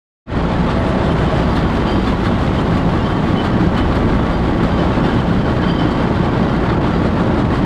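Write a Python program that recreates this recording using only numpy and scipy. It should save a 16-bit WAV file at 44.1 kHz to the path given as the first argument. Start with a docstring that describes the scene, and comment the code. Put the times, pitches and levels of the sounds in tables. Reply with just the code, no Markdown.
"""Steel wheels rumble and roar on rough old rails, heard from the seat of a small motor cart.
Rail roughness forces the wheels, frame and hollow body into vibration. A rough spot on one tread
scrapes once a turn, stones crack, jolts ring steel parts, and loose fittings rattle, tap and clank.
Underneath, a small engine throbs at harmonics of its firing rate and the turbulent head wind
buffets the microphone. The sound fades in."""
import sys
import numpy as np
from scipy import signal
from scipy.fft import rfft, irfft, next_fast_len
from scipy.io import wavfile
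from scipy.ndimage import map_coordinates

SR = 44100
rng = np.random.default_rng(int(sys.argv[2]) if len(sys.argv) > 2 else 0)


def persist_wave(psi):
    """Save psi, clipped to +-1, as 16-bit WAV."""
    counts = np.round(np.clip(psi, -1, 1) * 32767).astype(np.int16)
    wavfile.write(sys.argv[1], SR, np.atleast_2d(counts).T)


N = 337365
TURN_HZ, FIRST_TURN_S = 5.845, 0.3682  # wheel turns per second; a time when the rough spot meets the rail

# Table levels are relative: the functions add their own gains and fluctuations.
# Noise spectra. Each row: frequency in Hz, spectral density in dB.
BUFFET_SPECTRUM = [(4, -20.5), (15, -16), (25, -9), (45, -1), (80, -6), (200, -25), (800, -84)]  # wind turbulence
RATTLE_SPECTRUM = [(400, -15), (900, 5), (1400, -1.5), (2000, -4), (3000, -8.5), (4500, -14.5),
                   (6000, -28.5), (8000, -35), (11000, -46), (15000, -67)]  # knocked steel
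THUD_SPECTRUM = [(170, -27), (255, -3.5), (315, 3.5), (370, -1.5), (480, -24), (1000, -73)]  # the hollow body, struck
SCRAPE_SPECTRUM = [(2000, -21), (4500, 7.5), (5800, 1.5), (7800, 2.5), (9800, -5.5), (11500, -13.5),
                   (12500, -7), (13600, -23), (15500, -18)]  # treble of a scrape
RASP_SPECTRUM = [(400, -19), (800, -3), (1200, 4.5), (1900, -0.5), (2500, -9.5), (3500, -9.5),
                 (4600, -14.5), (6000, -31.5), (10000, -62.5)]  # midrange of a scrape
RUMBLE_SPECTRUM = [(25, -25), (45, -25), (65, -2), (100, -1), (130, -1), (180, 1.3), (235, -2), (315, -3),
                   (370, -5.5), (450, -12), (700, -43), (2000, -71)]  # bass of rolling
ROAR_SPECTRUM = [(150, -17), (400, -1), (550, 3), (700, 0.5), (900, -0.5), (1050, -4.5), (1400, -7.5),
                 (1900, -14.5), (2400, -26), (4000, -59.5), (8000, -94.5)]  # midrange of rolling
HISS_SPECTRUM = [(900, -18), (1800, 4.5), (2400, 1), (2750, 1.5), (3400, 1), (4200, -5), (4800, -9),
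                 (5700, -14.5), (7600, -18.5), (9700, -28), (11000, -40), (15000, -58)]  # treble of rolling, also engine clatter
FIZZ_SPECTRUM = [(5000, -28), (9000, -1), (10500, -2), (11600, -16), (12450, -2), (13500, -8), (15500, -17)]  # fine grit under the treads

# Gusts of head wind. Each row: time of the peak in seconds, level in dB.
WIND_GUSTS = [(2.1, -33), (3.1, -26.5), (4.05, -20), (5.35, -27.5), (6.9, -38)]
# The running engine. Each row: time in seconds, firings per second, exhaust boom level in dB.
ENGINE_RUN = [(0, 27, -26), (0.9, 31, -23.5), (1.4, 29.5, -21), (1.9, 27.5, -22.5), (2.3, 27.4, -24),
              (3.1, 29.4, -28), (4.5, 28.4, -24), (6.0, 29.8, -26), (7.65, 27.5, -27)]
# Exhaust harmonics other than the boom. Each row: multiple of the firing rate, level in dB.
EXHAUST_HARMONICS = [(1, -34), (3, -32), (4, -30), (5, -37.5), (6, -31.5), (7, -34.5), (8, -30.5), (9, -41),
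                     (11, -39)]
# Tap strength of small loose parts. Each row: pitch in Hz, level in dB.
TAP_LEVELS = [(950, 1), (1500, 0), (2100, -7), (2600, -12), (3600, -11.5), (4500, -18.5), (5600, -28)]
# Hard knocks on fittings. Each row: time of the peak in seconds, pitch in Hz, level in dB.
FITTING_CLANKS = [(0.696, 1145, -22.5), (0.69, 3580, -42), (0.705, 4608, -42), (1.567, 4220, -39),
                  (1.576, 3600, -39), (2.061, 4651, -42), (2.084, 4220, -44), (2.261, 4306, -40),
                  (2.934, 1100, -25), (3.782, 4400, -45), (5.631, 1670, -26.5), (5.921, 4470, -41)]
# Frame drone on a stretch of rough rail. Each row: time in seconds, level in dB.
DRONE_LEVELS = [(0.5, -40), (0.8, -30), (1.4, -33), (1.9, -48), (2.3, -60)]
# Hollow resonances of the cart body. Each row: frequency in Hz, bandwidth in Hz.
BODY_MODES = [(175, 25.96), (315, 55.2)]
# Bumps in the track. 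Each row: time of the peak in seconds, index into BODY_MODES, level in dB.
TRACK_BUMPS = [(0.62, 0, -22), (1.15, 0, -18), (1.38, 0, -24), (1.8, 1, -24.5), (1.96, 1, -18.5),
               (2.35, 0, -20.5), (2.73, 0, -17.5), (2.87, 0, -18), (2.97, 1, -34), (3.2, 0, -19),
               (3.48, 0, -22.5), (3.62, 1, -21.5), (3.66, 0, -17), (4.0, 1, -30), (4.59, 1, -20.5),
               (4.6, 0, -18), (4.8, 0, -21), (4.85, 1, -26), (5.07, 0, -21), (5.1, 1, -17.5),
               (5.32, 0, -18.5), (5.52, 1, -26), (5.8, 1, -27), (6.3, 1, -24), (6.43, 0, -18.5),
               (6.55, 1, -22), (6.8, 1, -25.5), (6.93, 0, -22), (7.05, 1, -24), (7.4, 1, -25)]
# Ringing steel parts. Each row: lower mode in Hz, upper mode in Hz, time to decay 60 dB in seconds.
STEEL_PARTS = [(3122, 4737, .52), (3024, 5322, .22), (2825, 5440, .11), (3085, 5345, .07)]
# Hard jolts. Each row: start in seconds, index into STEEL_PARTS, lower mode level in dB,
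# upper mode level in dB, chatter time in seconds.
HARD_JOLTS = [(1.098, 3, -34, -60, .006), (1.265, 1, -44, -62, .03), (1.385, 0, -57, -51, 0.12),
              (1.625, 0, -40, -50, .01), (1.873, 0, -35, -40.5, 0.013), (1.875, 2, -36, -57, .012),
              (2.585, 3, -35, -60, .005), (2.69, 0, -55, -53, .06), (2.788, 2, -42, -62, .02),
              (2.995, 2, -33, -58, .004), (3.02, 1, -48, -53, 0.037), (3.045, 0, -39.5, -59, 0.076),
              (3.354, 3, -37.5, -58, .006), (3.362, 1, -38, -60, .04), (3.519, 1, -40, -54, .015),
              (3.765, 1, -38, -59, 0.044), (3.87, 1, -48, -64, 0.039), (4.317, 0, -49, -50, .04),
              (4.612, 3, -41, -60, .005), (4.70, 0, -46, -48, 0.06), (4.788, 1, -41, -54, 0.022),
              (4.945, 3, -44, -60, 0.0098), (5.03, 2, -40, -50, 0.022), (5.04, 0, -41, -55, .03),
              (5.085, 1, -39, -57, .012), (5.19, 3, -39, -62, .012), (5.44, 3, -40, -61, 0.017),
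              (5.488, 3, -38, -58, 0.011), (5.622, 3, -39, -55, 0.02), (5.668, 0, -39, -46, .03),
              (5.699, 3, -36, -59, .009), (5.75, 0, -45.5, -53, 0.21), (5.788, 1, -38, -54, 0.023),
              (5.91, 3, -40, -54, .008), (5.975, 3, -45, -62, 0.014), (6.42, 0, -45, -54, .015),
              (6.93, 0, -52, -49, .025), (7.528, 0, -44, -58, 0.039)]
# Ringing sustained by rolling. Each row: time in seconds, level in dB.
SONG_LEVELS = [(0.5, -60), (1.5, -52), (2.4, -53), (3.9, -56), (4.5, -50), (6.1, -47), (6.8, -55),
               (7.6, -58)]
# Its share in the first two steel parts. Each row: lower mode gain in dB, upper mode gain in dB.
SONG_GAINS = [(-2, -10.5), (-7.5, -18.5)]
# Grit on the rail, which sets scrape treble and rim sizzle. Each row: time in seconds, level in dB.
GRIT_LEVELS = [(0.4, -47), (0.9, -37.5), (2.8, -39), (4.4, -41.5), (6.2, -45), (7.6, -38.5)]
# Chirps of the rim. 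Each row: time of the peak in seconds, level in dB.
RIM_CHIRPS = [(0.8, -64), (0.885, -59), (1.13, -61), (1.34, -65), (1.56, -63), (2.255, -62), (2.4, -70),
              (2.71, -66), (3.1, -67), (4.18, -68), (5.2, -69), (5.7, -70), (6.15, -69), (6.43, -71),
              (6.62, -66), (7.08, -69), (7.28, -69)]
# Stones cracking under a wheel. Each row: time of the peak in seconds, level in dB.
STONE_CRACKS = [(0.847, -52), (1.566, -45.5), (2.078, -51), (2.253, -48), (2.44, -56), (2.772, -53),
                (2.94, -57), (3.29, -56), (3.448, -49), (3.62, -57), (3.779, -45), (3.956, -48),
                (4.052, -54), (4.634, -49), (5.33, -55), (5.913, -52), (7.543, -53)]
# The once-a-turn ring of a wheel. Each row: time in seconds, level in dB.
WHEEL_RING_LEVELS = [(0.4, -50), (3.6, -49), (4.4, -42), (6.5, -37), (7.6, -36)]
# Small worn patches of the tread. Each row: distance from the rough spot in turns, rasp level in dB.
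WORN_PATCHES = [(-0.21, -30.5), (0.41, -33.5)]
# Hard scrapes. Each row: time of the peak in seconds, treble level in dB, rasp level in dB.
HARD_SCRAPES = [(0.705, -37, -19), (1.039, -35, -19.5), (1.567, -37, -17), (2.075, -33.5, -16.5),
                (2.256, -34.5, -16), (2.772, -35, -19.5), (3.449, -34, -17.5), (3.781, -34.5, -16.5),
                (3.957, -36, -16.5), (4.638, -40, -18), (5.05, -37, -17.5), (5.09, -38, -21),
                (5.15, -39, -24), (5.628, -48, -21), (5.915, -40, -24), (6.70, -45, -18),
                (7.549, -35.5, -20)]
# Modes rung by scraping. Each row: frequency in Hz, bandwidth in Hz, level in dB.
SCRAPED_MODES = [(1112, 41, -8), (3480, 70, -12), (4270, 98, -19)]
# Modes of the cart frame. Each row: frequency in Hz, bandwidth in Hz, level in dB.
FRAME_MODES = [(542, 35.4, -3), (631.5, 29.8, -0.5), (903, 50.7, -1), (1118.5, 15.5, 3), (1145, 31, 0),
               (1340, 35.5, -3), (1570, 25, -9), (1986, 35, -7.5), (2190, 20, -13.5)]
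# Smoother and rougher rail. Each row: time in seconds, rumble in dB, roar in dB, hiss in dB.
ROLLING_LEVELS = [(0.4, -19.5, -22.5, -34.5), (1.1, -17.5, -21, -33.5), (2.1, -17.5, -23, -33),
                  (3.1, -17, -22, -35), (4.1, -17, -22, -35.5), (5.1, -17, -22, -34),
                  (6.3, -16.5, -22, -36), (7.6, -16, -22.5, -36.5)]
# The highest treble opens up. Each row: time in seconds, gain above about 11 kHz in dB.
TREBLE_OPENING = [(0.3, -10), (1.1, -7), (1.5, 0.5), (7.65, -2)]


def amp(db):
    """Amplitude grows tenfold for every 20 dB."""
    return 10 ** (np.asarray(db) / 20)


def unit(x):
    """Normalisation to rms 1."""
    return x / np.sqrt(np.mean(x ** 2) + 1e-20)


def clock():
    """Uniform sampling: the time of each sample in seconds."""
    return np.arange(N) / SR


def turns():
    """Uniform rotation, counted in turns: at whole numbers the rough spot meets the rail."""
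    return TURN_HZ * (clock() - FIRST_TURN_S)


def since_contact(spot=0):
    """Periodic contact: signed seconds from the nearest pass of a point `spot` turns past the rough spot."""
    return ((turns() - spot + 0.5) % 1 - 0.5) / TURN_HZ


def curves(rows):
    """Linear interpolation in time: one value per sample for each column after the first."""
    times, *columns = np.transpose(rows)
    return [np.interp(clock(), times, column) for column in columns]


def wobble(rate):
    """Smooth random modulation: a spline through `rate` Gaussian values a second."""
    knots = rng.standard_normal(int(N * rate / SR) + 4)
    return map_coordinates(knots, [np.arange(N) * rate / SR])


def swell(offset, rise, fall):
    """A Gaussian envelope peaking at offset 0; rise and fall are standard deviations in seconds."""
    return np.exp(-0.5 * (offset / np.where(offset < 0, rise, fall)) ** 2)


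def filtered(x, response):
    """Linear filtering: the spectrum of x is multiplied by response(Hz)."""
    size = next_fast_len(N + SR // 2)
    return irfft(rfft(x, size) * response(np.fft.rfftfreq(size, 1 / SR)), size)[:N]


def coloured(x, spectrum):
    """Spectral shaping of x by (Hz, dB) rows, at rms 1."""
    freqs, db = np.transpose(spectrum)
    return unit(filtered(x, lambda hz: amp(np.interp(np.log(hz + 1), np.log(freqs), db))))


def noise(spectrum):
    """Gaussian noise shaped by a spectrum, at rms 1."""
    return coloured(rng.standard_normal(N), spectrum)


def contact_noise(spectrum, per_s, spread_db):
    """Shot noise of rms 1: tiny impacts of tread on rust and grit, random in time and size."""
    hits = rng.random(N) < per_s / SR
    impacts = hits * rng.standard_normal(N) * amp(spread_db * rng.standard_normal(N))
    return coloured(impacts, spectrum)


def singing(modes, flutter_db=3.0):
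    """Rubbed (Hz, bandwidth Hz, dB) modes at rms 1: the wider a mode, the faster its phase drifts."""
    total = np.zeros(N)
    for hz, width, db in modes:
        gain = amp(db + flutter_db * wobble(25))
        drift = np.cumsum(rng.standard_normal(N)) * np.sqrt(2 * np.pi * width / SR)
        tone = np.sin(2 * np.pi * hz * clock() + drift)
        total += gain * filtered(tone, lambda f: 1 / (1 + ((f - hz) / (8 * width)) ** 2))
    return unit(total)


def wind(breeze_db=-31.5, gust_s=0.23):
    """Turbulent pressure buffets the microphone; the steady head wind and its gusts add in power."""
    gust_power = sum((amp(db) * swell(clock() - s, gust_s, gust_s)) ** 2 for s, db in WIND_GUSTS)
    buffet = unit(amp(1.5 * wobble(1.7)) * noise(BUFFET_SPECTRUM))
    return np.sqrt(amp(breeze_db) ** 2 + gust_power) * buffet


def engine(boom_gain_db=-1.4, waver_db=1.0, clatter_db=-47.0, sharpness=1.8):
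    """Periodic firing gives a harmonic series that booms at twice its rate, and puffs of clatter."""
    firing_hz, boom_db = curves(ENGINE_RUN)
    phase = 2 * np.pi * np.cumsum(firing_hz + 0.096 * wobble(4)) / SR
    harmonic = lambda k: np.sqrt(2) * np.sin(round(k) * phase + rng.uniform(0, 2 * np.pi))
    boom = amp(boom_db + boom_gain_db + 0.7 * wobble(3.8)) * harmonic(2)
    throb = sum(amp(db + waver_db * wobble(3.83)) * harmonic(k) for k, db in EXHAUST_HARMONICS)
    clatter = unit(np.exp(sharpness * np.cos(phase)) * noise(HISS_SPECTRUM))
    return boom + throb + amp(clatter_db) * clatter


def rattle(level_db=-37.0, per_s=60, scatter_db=0.2, t60=0.067):
    """Loose fittings knock at random; the exponentially decaying noise bursts add in energy."""
    sizes = (rng.random(N) < per_s / SR) * amp(scatter_db * rng.standard_normal(N))
    decay = amp(-60 * np.arange(SR // 4) / SR / t60)
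    envelope = np.sqrt(np.abs(signal.fftconvolve(sizes ** 2, decay ** 2)[:N]))
    return amp(level_db) * coloured(envelope * rng.standard_normal(N), RATTLE_SPECTRUM)


def jingle(gain_db=-29, per_s=130, scatter_db=4.5, t60=0.066, attack_s=0.00057):
    """Damped free vibration: small loose steel parts tap at random, each ringing at its own pitch."""
    t = np.arange(SR // 12) / SR
    freqs, db = np.transpose(TAP_LEVELS)
    when, pitch, size = rng.random((round(per_s * N / SR), 3)).T[:, :, None]
    hz = freqs[0] * (freqs[-1] / freqs[0]) ** pitch
    pitch_db = np.interp(np.log(hz), np.log(freqs), db)
    size_db = scatter_db * np.sqrt(3) * (2 * size - 1)
    envelope = amp(-60 * t / t60) * (1 - np.exp(-t / attack_s)) ** 2
    rings = amp(gain_db + pitch_db + size_db) * envelope * np.sin(2 * np.pi * hz * t)
    samples = (when * N).astype(int) + np.arange(len(t))
    return np.bincount(samples.ravel(), rings.ravel(), N)[:N]  # overlapping taps add


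def clanks(gain_db=-2.0, rise=0.0095, fall=0.0082, split_hz=28):
    """Impact excitation: a hard knock briefly rings a close pair of modes in one steel fitting."""
    t = np.arange(SR // 5) / SR - 0.1  # seconds from the peak
    out = np.zeros(N + SR)
    for s, hz, db in FITTING_CLANKS:
        pair = np.sin(2 * np.pi * hz * t) + 0.5 * np.sin(2 * np.pi * ((hz + split_hz) * t + rng.random()))
        start = round((s + t[0]) * SR)
        out[start:][:len(t)] += amp(db + gain_db) * swell(t, rise, fall) * unit(pair)
    return out[:N]


def frame_drone(hz=653, width_hz=26.2):
    """Resonance: one frame mode stands out while a stretch of rough rail drives it."""
    return amp(curves(DRONE_LEVELS)[0]) * singing([(hz, width_hz, 0)], flutter_db=0.5)


def body_surges(gain_db=-2.5, rise=0.035, fall=0.051):
    """Hollow resonance: each bump in the track swells one low mode of the cart body."""
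    envelopes = np.zeros((len(BODY_MODES), N))
    for s, mode, db in TRACK_BUMPS:
        envelopes[round(mode)] += amp(db) * swell(clock() - s, rise, fall)
    out = np.zeros(N)
    for envelope, (hz, width) in zip(envelopes, BODY_MODES):
        tone = singing([(hz, width, 0)], flutter_db=0.5)
        out += envelope * unit(filtered(tone, lambda f: 1 / (1 + ((f - hz) / (2 * width)) ** 4)))
    return amp(gain_db) * out


def steel_energy(light_per_s=6, light_modes_db=(-53, -62), attack_s=0.0011, grind_t60=0.07):
    """Energy from rolling and jolts adds in each steel mode; returns it and the grinding envelope."""
    t = np.arange(SR) / SR
    draws = rng.random((round(light_per_s * N / SR), 2))
    light_jolts = [(when * N / SR, int(which * len(STEEL_PARTS)), *light_modes_db, 0)
                   for when, which in draws]
    energy = np.zeros((len(STEEL_PARTS), 2, N + SR))  # part, mode, sample
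    grinding = np.zeros(N + SR)
    song_db = curves(SONG_LEVELS)[0] + 2 * wobble(12)
    energy[:len(SONG_GAINS), :, :N] = amp(SONG_GAINS)[:, :, None] ** 2 * amp(song_db) ** 2
    for s, part, *modes_db, chatter_s in list(HARD_JOLTS) + light_jolts:
        start, part = round(s * SR), round(part)
        decaying_s = np.maximum(t - chatter_s, 0)  # decay begins when the chatter ends
        envelope = amp(-60 * decaying_s / STEEL_PARTS[part][2]) * (1 - np.exp(-t / attack_s))
        energy[part, :, start:][:, :SR] += (amp(modes_db)[:, None] * envelope) ** 2
        grinding[start:][:SR] += amp(-60 * decaying_s / grind_t60)
    return energy[:, :, :N], np.minimum(grinding[:N], 1)


def clinks(gain_db=1.5, widths_hz=(10, 6), stutter_db=2.5, grind_depth=0.36, grind_hz=260):
    """Modal ringing: steel parts sing faintly on two modes; jolted, they grind, then stutter away."""
    energy, grinding = steel_energy()
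    rings = np.zeros(N)
    for part, mode in np.ndindex(energy.shape[:2]):
        tone = singing([(STEEL_PARTS[part][mode], widths_hz[mode], 0)], flutter_db=1.5)
        rings += np.sqrt(energy[part, mode]) * tone
    roughness = 1 + grind_depth * grinding * wobble(grind_hz)
    stutter = unit(amp(stutter_db * wobble(90)))
    return amp(gain_db) * stutter * roughness * rings


def rim_sizzle(hz=9815, width_hz=35, sizzle_gain_db=-34, chirp_s=0.014):
    """Narrow resonance: grit drives one high mode of the rim, which sizzles and chirps."""
    sizzle = amp(curves(GRIT_LEVELS)[0] + sizzle_gain_db) * unit(amp(1.5 * wobble(22)))
    chirps = sum(amp(db) * swell(clock() - s, chirp_s, chirp_s) for s, db in RIM_CHIRPS)
    return (sizzle + chirps) * singing([(hz, width_hz, 0)], flutter_db=2.5)


def stone_cracks(rise=0.003, fall=0.0087, bright_hz=9000, knock_gain_db=13):
    """Brittle fracture: a stone gives way under a wheel with bright splinters and a knock of the steel."""
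    bursts = sum(amp(db) * swell(clock() - s, rise, fall) for s, db in STONE_CRACKS)
    splinters = contact_noise(SCRAPE_SPECTRUM, per_s=6000, spread_db=0.8)
    splinters = unit(filtered(splinters, lambda hz: 1 + (hz / bright_hz) ** 2))
    return bursts * (splinters + amp(knock_gain_db) * noise(RATTLE_SPECTRUM))


def wheel_ring(hz=1410, width_hz=11.8, rise=0.028, fall=0.032):
    """Periodic excitation: the rough spot of one tread rings a mode of its wheel on every turn."""
    envelope = amp(curves(WHEEL_RING_LEVELS)[0]) * swell(since_contact(), rise, fall)
    return envelope * singing([(hz, width_hz, 0)], flutter_db=2.5)


def tread_patches(thud_db=-24, thud_s=0.01, lag_s=0.015, patch_s=0.0064):
    """Periodic impact: the rough spot thuds in the hollow body; smaller worn patches rasp in between."""
    thud = amp(thud_db) * swell(since_contact() - lag_s, thud_s, thud_s) * noise(THUD_SPECTRUM)
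    patches = sum(amp(db) * swell(since_contact(spot), patch_s, patch_s) for spot, db in WORN_PATCHES)
    return thud + patches * noise(RATTLE_SPECTRUM)


def scrapes(scatter_db=0.6, treble_gain_db=-13, rasp_gain_db=-9, ring_gain_db=-1):
    """Sliding friction: once a turn, and now and then hard, a wheel grinds the rail and rings the cart."""
    turn_number = np.round(turns()).astype(int)
    scatter = amp(scatter_db * rng.standard_normal(64))[turn_number % 64]
    each_turn = scatter * swell(since_contact(), rise=0.029, fall=0.039)
    treble_envelope = amp(curves(GRIT_LEVELS)[0]) * each_turn
    rasp_envelope = amp(-23.5) * each_turn
    for s, treble_db, rasp_db in HARD_SCRAPES:
        hard = swell(clock() - s, rise=0.01, fall=0.025)
        treble_envelope = np.maximum(treble_envelope, amp(treble_db) * hard)
        rasp_envelope = np.maximum(rasp_envelope, amp(rasp_db) * hard)
    treble = treble_envelope * contact_noise(SCRAPE_SPECTRUM, per_s=17000, spread_db=1)
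    rasp = rasp_envelope * contact_noise(RASP_SPECTRUM, per_s=12000, spread_db=3)
    ring = rasp_envelope ** 2 * singing(SCRAPED_MODES)  # the ring grows faster than the rasp
    return amp(treble_gain_db) * treble + amp(rasp_gain_db) * rasp + amp(ring_gain_db) * ring


def rolling(roar_gain_db=-1.14, frame_gain_db=-10, hiss_gain_db=-2.5, fizz_gain_db=-31, lead_s=0.0095):
    """Forced vibration: rough rail shakes the cart; slightly uneven wheels make it pulse twice a turn."""
    rumble_db, roar_db, hiss_db = curves(ROLLING_LEVELS)
    pulse = np.cos(4 * np.pi * (turns() + TURN_HZ * lead_s))
    shake, rail = wobble(35), wobble(6)  # fast and slow level changes shared between bands
    rumble = amp(rumble_db + 0.3 * pulse + 0.13 * wobble(8.6)) * noise(RUMBLE_SPECTRUM)
    roar_envelope = amp(roar_db + roar_gain_db + 0.15 * pulse + 0.46 * shake + 0.33 * rail)
    roar = roar_envelope * contact_noise(ROAR_SPECTRUM, per_s=9000, spread_db=1)
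    frame = amp(roar_db + frame_gain_db) * singing(FRAME_MODES)
    hiss_envelope = amp(hiss_db + hiss_gain_db + 1.2 * shake + 0.3 * rail + 0.92 * wobble(140))
    hiss = hiss_envelope * contact_noise(HISS_SPECTRUM, per_s=12000, spread_db=0)
    fizz_envelope = amp(hiss_db + fizz_gain_db + 0.8 * shake)
    fizz = fizz_envelope * contact_noise(FIZZ_SPECTRUM, per_s=6000, spread_db=1)
    return rumble + roar + frame + hiss + fizz


def scene():
    """Superposition: the sources travel with the listener, so they add at constant distances."""
    cart = rolling() + body_surges() + frame_drone() + rattle() + jingle() + clanks() + engine()
    wheels = scrapes() + tread_patches() + wheel_ring() + stone_cracks() + rim_sizzle() + clinks()
    return (cart + wheels + wind())[None]


def record(dry, start_s=0.258, fade_s=0.088, ceiling=0.88, cutoff_hz=15700):
    """After a quick fade-in, saturation rounds the peaks and the treble opens below a band limit."""
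    faded = dry[0] * np.clip((clock() - start_s) / fade_s, 0, 1) ** 1.35
    rounded = faded / (1 + np.abs(faded / ceiling) ** 6) ** (1 / 6)
    treble = filtered(rounded, lambda hz: np.clip((hz - 10000) / 2000, 0, 1))
    opened = rounded + (amp(curves(TREBLE_OPENING)[0]) - 1) * treble
    return filtered(opened, lambda hz: hz < cutoff_hz)[None]


dry = scene()
out = record(dry)
persist_wave(out)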